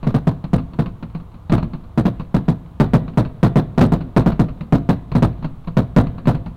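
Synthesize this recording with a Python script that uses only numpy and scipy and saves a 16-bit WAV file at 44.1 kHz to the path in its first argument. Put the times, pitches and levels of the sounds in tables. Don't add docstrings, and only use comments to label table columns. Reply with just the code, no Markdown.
import sys
import numpy as np
from scipy import signal
from scipy.fft import rfft, irfft
from scipy.io import wavfile
from scipy.ndimage import uniform_filter1d

SR = 44100
rng = np.random.default_rng(int(sys.argv[2]) if len(sys.argv) > 2 else 0)


def master_out(mix):
    frames = np.transpose(np.atleast_2d(mix))
    ceiling = np.clip(frames, -1, 1)
    pcm = np.round(ceiling * 32767).astype(np.int16)
    wavfile.write(sys.argv[1], SR, pcm)


N = 289296

# frequency in Hz, gain in dB.
CRACK_COLOUR = [(30, 27.5), (400, -16.5), (650, 0), (1100, 6), (1800, -10), (2700, -7.5), (3300, -17),
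                (4300, -11.5), (5200, -34), (8000, -44), (15000, -49)]
# frequency in Hz, gain in dB.
LAUNCH_COLOUR = [(30, 17), (80, 24), (130, 33), (250, 33.5), (400, 22.5), (650, 17.5), (1000, 14.5),
                 (1500, 7), (2200, -4), (3200, -7), (4000, -4), (5000, -16), (8000, -25.5), (15000, -25.5)]


def undb(db):
    return 10 ** (np.asarray(db) / 20)


def seconds(length):
    return np.arange(int(length * SR)) / SR


def fade(t, t60):
    return np.exp(-np.log(1000) * t / t60)


def add(track, s, sound):
    i = max(int(s * SR), 0)
    track[i:i + len(sound)] += sound[:N - i]


def convolve(x, response):
    return signal.fftconvolve(x, response)[:N]


def colour(x, points, size=8192):
    hz, db = np.transpose(points)
    grid = np.maximum(np.arange(size // 2 + 1) * SR / size, 1)
    gain = undb(np.interp(np.log(grid), np.log(hz), db))
    cepstrum = irfft(np.log(gain))
    cepstrum[1:size // 2] *= 2
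    cepstrum[size // 2 + 1:] = 0
    return convolve(x, irfft(np.exp(rfft(cepstrum))))


def lowpass(x, hz):
    sections = signal.butter(2, min(hz, .45 * SR), fs=SR, output="sos")
    return signal.sosfilt(sections, x)


def reflections(t, rise_s, decay_s, ragged_db, hold=0.77):
    knots = np.arange(0, t[-1], .003)
    clumps = undb(ragged_db * np.interp(t, knots, rng.standard_normal(len(knots))))
    rise = 1 - np.exp(-t / rise_s)
    decay = fade((t / decay_s) ** hold, 0.93)
    envelope = rise * decay * clumps
    return rng.standard_normal(len(t)) * envelope / np.linalg.norm(envelope)


def background():
    # frequency in Hz, level in dB
    floor = [(25, -38), (48, -14), (80, -13.5), (140, -22.5), (300, -35.5), (600, -40.5), (1100, -39),
             (1800, -55.5), (3900, -59), (5000, -69), (15000, -71.5)]
    return colour(rng.standard_normal(N), floor)


def hollow_note(t, start_hz, end_hz, fall_s, t60, db, vary=.05):
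    hz = end_hz + (start_hz - end_hz) * np.exp(-t / fall_s)
    hz = hz * (1 + vary * rng.standard_normal())
    tone = np.cos(2 * np.pi * np.cumsum(hz) / SR)
    return undb(db) * tone * fade(t, t60) * (1 - np.exp(-t / 0.0025))


def thump(t, rise_s, scatter_db, detune):
    # nominal frequency in Hz, relative level in dB, t60 in seconds
    cabin_modes = [(45.2, -27, 0.56), (52.5, -24, 0.49), (113.5, -29.5, 0.72), (130, -18, 0.082),
                   (150.8, -23.5, 0.26), (168.7, -17, 0.2), (183.3, -23, 0.29), (222.8, -12, 0.14),
                   (262.8, -19, 0.21), (297, -22.5, 0.11), (340.5, -27, 0.2), (430, -28.5, 0.061),
                   (494, -29, 0.21), (543, -30.5, 0.18), (623, -10.5, 0.042), (684.3, -22, 0.075),
                   (977, -25.5, 0.055), (1060, -31, 0.051)]
    hz, db, t60 = np.transpose(cabin_modes)[:, :, None]
    weight, shift = rng.standard_normal((2, len(cabin_modes), 1))
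    level = undb(db + scatter_db * weight)
    tones = np.cos(2 * np.pi * hz * (1 + detune * shift) * t)
    modes = level * fade(t, t60) * tones
    return modes.sum(axis=0) * (1 - np.exp(-t / rise_s))


def bursts(scatter_db=-6, boom_db=-0.5):
    # start in seconds, crack level in dB
    shells = [(0.029, 1), (0.043, -2.5), (0.44, 1.5), (.582, 2), (0.7345, -5.5), (0.8594, 2.5),
              (1.0258, 0.5), (1.149, -0.5), (1.199, -11), (1.342, -11), (1.4966, 6), (1.579, 7.5),
              (1.627, 3), (1.7345, -0.5), (1.8374, -14.5), (2.197, 2), (3.079, -1.5), (3.2497, 1.5),
              (4.006, -1), (4.219, -2), (4.319, 4.5), (4.485, -3), (4.608, 1), (5.1166, 5), (5.4254, -2),
              (5.444, 5), (5.6731, 2), (6.0684, -1), (6.181, -3.5), (6.2556, 2.5), (6.3461, 3.5),
              (6.4611, 0)]
    t = seconds(.5)
    boom, scattered, crack = np.zeros((3, N))
    for s, crack_db in shells:
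        thump_db = -11.5 + crack_db
        add(crack, s, undb(crack_db) * reflections(t, rise_s=0.00027, decay_s=0.14, ragged_db=2))
        cloud = reflections(t, rise_s=0.0032, decay_s=0.093, ragged_db=6.0, hold=0.96)
        add(scattered, s, undb(thump_db + scatter_db) * cloud)
        note = hollow_note(t, start_hz=185.4, end_hz=127.8, fall_s=0.032, t60=0.11, db=-5.0)
        cabin = thump(t, rise_s=0.019, scatter_db=4.5, detune=0.0098)
        add(boom, s, undb(thump_db + boom_db) * (note + cabin))
    return boom + colour(scattered, LAUNCH_COLOUR) + colour(crack, CRACK_COLOUR)


def tree_line(bangs, short_db=-3, long_db=-1.5):
    # frequency in Hz, gain in dB
    echo_colour = [(30, -3.5), (52, -12.5), (85, -12.5), (160, -18), (400, -19.5), (1100, -22),
                   (2000, -19.5), (3800, -19), (6000, -41), (15000, -23)]
    t = seconds(2)
    short_return = undb(short_db) * reflections(t, rise_s=0.05, decay_s=0.29, ragged_db=6.0)
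    long_roll = undb(long_db) * reflections(t, rise_s=.025, decay_s=1.27, ragged_db=2.5)
    return colour(convolve(bangs, short_return + long_roll), echo_colour)


def knock(t):
    # nominal frequency in Hz, relative level in dB, t60 in seconds
    glass_modes = [(407.2, -17.5, .07), (663, -19, 0.13), (939, -18.5, 0.022), (1212, -28, 0.043)]
    hz, db, t60 = np.transpose(glass_modes)[:, :, None]
    shift = 1 + 0.043 * rng.standard_normal((len(glass_modes), 1))
    modes = undb(db) * fade(t, t60) * np.sin(2 * np.pi * hz * shift * t)
    return modes.sum(axis=0)


def launches(front_gain=0.18, front_hz=1100, slap_s=.0044, slap_gain=0.76, slap_hz=11000):
    # start in seconds, level in dB
    charges = [(0.0689, -4), (0.1433, -0.5), (0.2712, -0.5), (0.5327, 0.5), (0.789, -3), (1.521, 4),
               (1.9761, 1), (2.0543, 0.5), (2.344, 0.5), (2.4824, -2), (2.8002, 7.5), (2.9353, 6),
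               (3.1741, 3.5), (3.4302, 6.5), (3.558, 4), (3.7782, 3), (3.8107, 9), (3.921, 2),
               (4.1646, 7.5), (4.2614, 2.5), (4.3946, 2), (4.7245, 4.5), (4.8902, 3.5), (5.152, 1),
               (5.2236, 4.5), (5.7694, 4), (5.9642, 9.5), (6.2729, 5)]
    scatter_db, knock_db, cabin_db = 3.5, -4, -1.5
    t = seconds(.5)
    boom, front, slap, scattered = np.zeros((4, N))
    for s, db in charges:
        add(front, s, np.array([front_gain * undb(db)]))
        add(slap, s + slap_s, np.array([slap_gain * undb(db)]))
        cloud = reflections(t, rise_s=0.0058, decay_s=0.13, ragged_db=3.5, hold=1.296)
        add(scattered, s, undb(db + scatter_db) * cloud)
        tube = hollow_note(t, start_hz=198.1, end_hz=89.3, fall_s=0.021, t60=0.13, db=-4.5)
        cabin = undb(cabin_db) * thump(t, rise_s=0.0061, scatter_db=2.5, detune=0.015)
        add(boom, s, undb(db) * (undb(knock_db) * knock(t) + tube + cabin))
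    shock = lowpass(front, front_hz) + lowpass(slap, slap_hz)
    return boom + colour(shock + scattered, LAUNCH_COLOUR)


def overload_grit(pressure, threshold=0.32, spread_db=3, grain_t60=0.0037, grit_db=3.5):
    # frequency in Hz, gain in dB
    grit_colour = [(500, -27), (2000, -32), (4000, -34.5), (7000, -41), (9000, -31.5), (11000, -57),
                   (15000, -64)]
    over = np.abs(pressure) > threshold
    crossings = np.diff(over, prepend=False) & over
    force = np.tanh(uniform_filter1d(np.abs(pressure), size=300) / 0.5)
    spread = undb(spread_db * np.clip(rng.standard_normal(N), -2, 2))
    hits = crossings * force * spread
    energy = signal.lfilter([1], [1, -fade(2 / SR, grain_t60)], hits ** 2 + 1e-18)
    grains = np.sqrt(energy) * rng.standard_normal(N)
    return undb(grit_db) * colour(grains, grit_colour)


def sparks(count=28, faintest_db=-20, range_db=8):
    t = seconds(.1)
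    ticks = np.zeros(N)
    for when, strength in rng.random((count, 2)):
        tick = reflections(t, rise_s=0.0007, decay_s=0.067, ragged_db=4.5)
        add(ticks, when * N / SR, undb(faintest_db + range_db * strength) * tick)
    return colour(ticks, CRACK_COLOUR)


def scene():
    bangs = bursts() + launches()
    pressure = bangs + tree_line(bangs) + sparks()
    return (background() + pressure + overload_grit(pressure))[None]


def record(dry):
    full_scale, top_hz = .505, 15900
    clipped = np.clip(dry, -full_scale, full_scale)
    top_cut = signal.ellip(10, .1, 70, top_hz, fs=SR, output="sos")
    return signal.sosfilt(top_cut, clipped)


dry = scene()
out = record(dry)
master_out(out)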